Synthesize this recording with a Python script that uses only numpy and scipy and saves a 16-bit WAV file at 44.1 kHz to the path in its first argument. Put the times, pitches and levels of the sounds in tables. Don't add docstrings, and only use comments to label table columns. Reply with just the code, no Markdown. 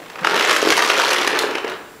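import sys
import numpy as np
from scipy import signal
from scipy.fft import rfft, irfft, next_fast_len
from scipy.io import wavfile

SR = 44100
rng = np.random.default_rng(int(sys.argv[2]) if len(sys.argv) > 2 else 0)


def store_wav(level_fs):
    pcm = np.round(np.clip(np.atleast_2d(level_fs), -1, 1) * 32767)
    wavfile.write(sys.argv[1], SR, pcm.T.astype(np.int16))


N = 88200
RADIATE_HZ = 282


def stream(hits_per_s=290, scatter_db=2.5, wall_fade_s=0.13, clatter_db=-3, wall_db=-12.5):
    # time in seconds, relative level in dB, treble boost in dB.
    pour = [(0, -36.5, -11), (.135, -40.5, -9), (.2, -30, -21), (.24, -22.5, -14), (.29, -24, 0.5),
            (.35, -16, -3), (.47, -17.5, 1), (0.508, -11.5, -1.5), (.54, -20.5, 7.5), (.66, -21, 1.5),
            (.715, -16, 6), (.745, -26.5, 12), (.86, -18, 4.5), (.95, -17, 0), (1.02, -16, 1.5),
            (1.135, -17.5, 2.5), (1.25, -17.5, -2), (1.29, -20.5, -12), (1.36, -16.5, -11),
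            (1.43, -20.5, -9), (1.49, -28.5, -14), (1.57, -28.5, -17), (1.62, -38, -29), (1.68, -26, -13),
            (1.739, -29.5, -13), (1.81, -59, -19)]
    # pitch in Hz, relative level in dB.
    wall_tones = [(310, -6.5), (350, -4), (404, -4.5), (446, -1.5), (515, -3), (940, -6), (1120, -5)]
    count = int(hits_per_s * N / SR)
    times = np.clip((np.arange(count) + rng.uniform(-2, 2, count)) / hits_per_s, 0, N / SR)
    pour_s, level_db, bright_db = np.transpose(pour)
    force = unit(amp(scatter_db * np.clip(rng.standard_normal(count), -2, 2)))
    force = force * amp(np.interp(times, pour_s, level_db)) * np.sqrt(SR / hits_per_s)
    pitch = 2182 * np.exp(0.615 * rng.standard_normal(count))
    clatter = place(times, force[:, None] * contacts(np.interp(times, pour_s, bright_db), pitch))
    t, walls = np.arange(SR // 4) / SR, np.zeros(N)
    for hz, db in wall_tones:
        ring = np.sin(2 * np.pi * hz * t) * amp(-60 * t / wall_fade_s)
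        blows = place(times, (force * rng.uniform(-2, 2, count))[:, None])
        walls += amp(db) * signal.fftconvolve(blows, ring / np.linalg.norm(ring))[:N]
    return amp(clatter_db) * clatter + amp(wall_db) * radiated(walls, RADIATE_HZ) / 2


def contacts(bright_db, pitch, crack_s=0.0004, ring_s=0.0035, ring_db=-5.5, size=1024):
    # frequency in Hz, relative level in dB.
    colour = [(40, -28), (110, -29), (200, -12.5), (330, 0), (1600, -1), (2800, -3), (4200, -7.5),
              (6000, -10.5), (8000, -18.5), (12000, -22.5), (15500, -34.5)]
    t, hz = np.arange(size) / SR, np.fft.rfftfreq(size, 1 / SR)
    envelope = (np.exp(-t / crack_s) + amp(ring_db) * np.exp(-t / ring_s)) * (1 - np.exp(-t / 0.00022))
    burst = rng.standard_normal((len(pitch), size)) * envelope
    peak_db, sharpness = 7, 6
    peak = 1 + amp(peak_db) / np.hypot(1, 2 * sharpness * (hz / pitch[:, None] - 1))
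    treble_share = along([(1200, 0.033), (3000, 0.4), (7000, 0.94)], hz)
    gain = peak * amp(along(colour, hz) + bright_db[:, None] * treble_share)
    clack = irfft(rfft(burst) * causal(gain))
    return clack / np.linalg.norm(clack, axis=1, keepdims=True)


def clacks(gain_db=12, neighbours=4, jostle_s=0.007, jostle_db=-12):
    # start in seconds, relative level in dB, pitch in Hz, treble boost in dB.
    hard_hits = [(0.1006, -21, 1000, 1), (0.1574, -16.5, 990, -11), (0.1911, -17, 1060, -13),
                 (0.2476, 1.5, 1080, -6), (0.2703, 1, 1410, -3), (0.3945, -8, 2900, 7),
                 (0.4088, -3.5, 2230, -4), (.4474, -5, 1560, -14), (0.495, -3.5, 1360, -1),
                 (0.5127, -2.5, 1240, -2), (.564, -0.5, 1590, 5.5), (.627, -6, 1110, 6),
                 (0.6719, -7.5, 1470, -9), (0.7036, 1, 2660, 5), (0.7229, 2, 2200, -4),
                 (0.7684, -6, 2600, 11), (0.7747, -4.5, 1670, 10.5), (.778, 0, 1200, 2),
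                 (0.792, 0, 1170, -3.5), (.8042, -5.5, 1590, -11), (.823, -1, 1230, 2),
                 (.9004, 2, 2550, -1), (0.9986, -3, 1430, 1), (1.1101, -5, 1580, 9), (1.1325, -4, 2920, 12),
                 (1.275, -2, 1700, 11), (1.5105, -14, 2400, 0), (1.5534, -6.5, 2500, -1),
                 (1.5826, -10.5, 2950, -8), (1.6463, -11, 1470, -8), (1.6793, -22, 5470, -1)]
    starts, db, pitch, bright_db = np.transpose(hard_hits)
    force = amp(db + gain_db)[:, None]
    hits = place(starts, force * contacts(bright_db, pitch))
    for offset in rng.uniform(-.7, .7, (len(starts), neighbours)).T:
        hits += place(starts + jostle_s * offset, amp(jostle_db) * force * contacts(bright_db, pitch))
    return radiated(hits, edge_hz=517, order=2)


def thumps(gain_db=-10, reach_hz=99, delay_s=0.002285):
    # time in seconds, relative level in dB, the frequency in Hz it stirs most.
    landings = [(.315, -6, 476), (.625, 4, 502), (0.65, 1, 300), (.669, 3.5, 435), (.693, -2, 380),
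                (.897, -7, 450), (1.273, -5, 404), (1.334, -6, 447), (1.438, -0.5, 480), (1.462, -6.5, 314),
                (1.55, -9, 465), (1.643, -4.5, 493)]
    # pitch in Hz, relative level in dB, seconds to fade by 60 dB.
    floor_tones = [(325, -4.5, .045), (407, -1, .04), (446.2, -6.5, .09), (526, -6, .03), (593, -8, .04)]
    times, db, centre_hz = np.transpose(landings)
    floor_hz = np.array(floor_tones)[:, 0]
    mix = 1 / np.hypot(1, (floor_hz - centre_hz[:, None]) / reach_hz) ** 2
    thuds = amp(db + gain_db)[:, None] * (mix @ ringing(floor_tones))
    return radiated(place(times + delay_s, thuds), RADIATE_HZ)


def box_ring():
    # start in seconds, relative level in dB.
    ring_hits = [(.7228, -9), (0.7743, -19)]
    # pitch in Hz, relative level in dB, seconds to fade by 60 dB.
    box_tones = [(1615, -0.5, 0.054), (2964, -3.5, 0.031)]
    starts, db = np.transpose(ring_hits)
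    return place(starts, amp(db)[:, None] * ringing(box_tones).sum(axis=0))


def chatters(rise_s=0.00095, decay_s=0.0048):
    # start in seconds, relative level in dB.
    glances = [(.209, -34), (1.3884, -10.5), (1.411, -25), (1.421, -21), (1.697, -29)]
    # frequency in Hz, relative level in dB.
    colour = [(300, -70), (2500, -14), (3900, 3.5), (5000, -6.5), (6200, -8.5), (10500, -13.5),
              (15000, -22)]
    starts, db = np.transpose(glances)
    t = np.arange(SR // 10) / SR
    envelope = place(starts, amp(db)[:, None] * np.exp(-t / decay_s) * (1 - np.exp(-t / rise_s)))
    return envelope * noise(colour)


def bumps():
    # start in seconds, relative level in dB, pitch in Hz, rise time in seconds.
    knocks = [(.215, -21.5, 178, 0.0072), (1.272, -34, 75, 0.0024)]
    starts, db, hz, rise = np.transpose(knocks)[:, :, None]
    t = np.arange(SR // 10) / SR
    envelope = amp(db) * t / rise * np.exp(-t / rise)
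    return place(starts[:, 0], envelope * np.sin(2 * np.pi * hz * t))


def room(x, count=12):
    spot = np.linspace(0, count - 1, N)
    fades = (np.sqrt(np.maximum(1 - np.abs(spot - k), 0)) for k in range(count))
    return sum(signal.fftconvolve(x * fade, room_answer())[:N] for fade in fades)


def room_answer(echoes=8, echo_db=-13.5, tail_db=-5.5):
    # frequency in Hz, seconds for the tail to fade by 60 dB.
    fade_times = [(150, 0.81), (1500, 0.9), (3500, 0.56), (7000, 0.4)]
    hz, t, spectrum = signal.stft(rng.standard_normal(SR * 3 // 4), SR, nperseg=256)
    tail = signal.istft(spectrum * amp(-60 * t / along(fade_times, hz)[:, None]), SR, nperseg=256)[1]
    tail = tail * (1 - np.exp(-np.arange(len(tail)) / SR / 0.0083))
    answer = amp(tail_db) * tail / np.linalg.norm(tail)
    delays = rng.uniform(.003, .028, echoes)
    answer[(delays * SR).astype(int)] += amp(echo_db) * rng.choice([-1, 1], echoes) / np.sqrt(echoes)
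    return answer


def background(hush_db=-44):
    # frequency in Hz, relative level in dB.
    colour = [(25, -6), (60, -5.5), (170, 7.5), (450, 7), (1200, -2), (7000, -11.5), (15000, -16)]
    # pitch in Hz, level in dB.
    whine_tones = [(7558, -62.5), (15149, -64)]
    t = np.arange(N) / SR
    whine = sum(amp(db) * np.sqrt(2) * np.sin(2 * np.pi * hz * t) for hz, db in whine_tones)
    return amp(hush_db) * noise(colour) + whine


def radiated(x, edge_hz, order=3):
    return signal.sosfilt(signal.butter(order, edge_hz, "high", fs=SR, output="sos"), x)


def ringing(tones):
    t = np.arange(SR // 5) / SR
    return np.array([amp(db - 60 * t / fade_s) * np.sin(2 * np.pi * hz * t) for hz, db, fade_s in tones])


def noise(colour):
    return unit(filtered(rng.standard_normal(N), lambda hz: amp(along(colour, hz))))


def amp(db):
    return 10 ** (np.asarray(db) / 20)


def unit(x):
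    return x / np.sqrt(np.mean(x ** 2) + 1e-20)


def along(points, hz):
    point_hz, values = np.transpose(points)
    return np.interp(np.log(hz + 1), np.log(point_hz + 1), values)


def filtered(x, response):
    size = next_fast_len(N + 8192)
    return irfft(rfft(x, size) * response(np.fft.rfftfreq(size, 1 / SR)), size)[:N]


def causal(gain):
    cepstrum = irfft(np.log(np.maximum(gain, 1e-6)))
    half = cepstrum.shape[-1] // 2
    return np.exp(rfft(cepstrum * np.r_[1, np.full(half - 1, 2), 1, np.zeros(half - 1)]))


def place(times, sounds):
    at = np.maximum(np.round(times * SR), 0).astype(int)[:, None] + np.arange(sounds.shape[1])
    return np.bincount(at.ravel(), sounds.ravel(), N)[:N]


def scene():
    balls = stream() + clacks() + box_ring() + chatters() + thumps() + bumps()
    return (balls + room(balls) + background())[None]


def record(dry):
    rounded = dry[0] / (1 + np.abs(dry[0]) ** 6) ** (1 / 6)
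    return filtered(rounded, lambda hz: hz < 15700)[None]


dry = scene()
out = record(dry)
store_wav(out)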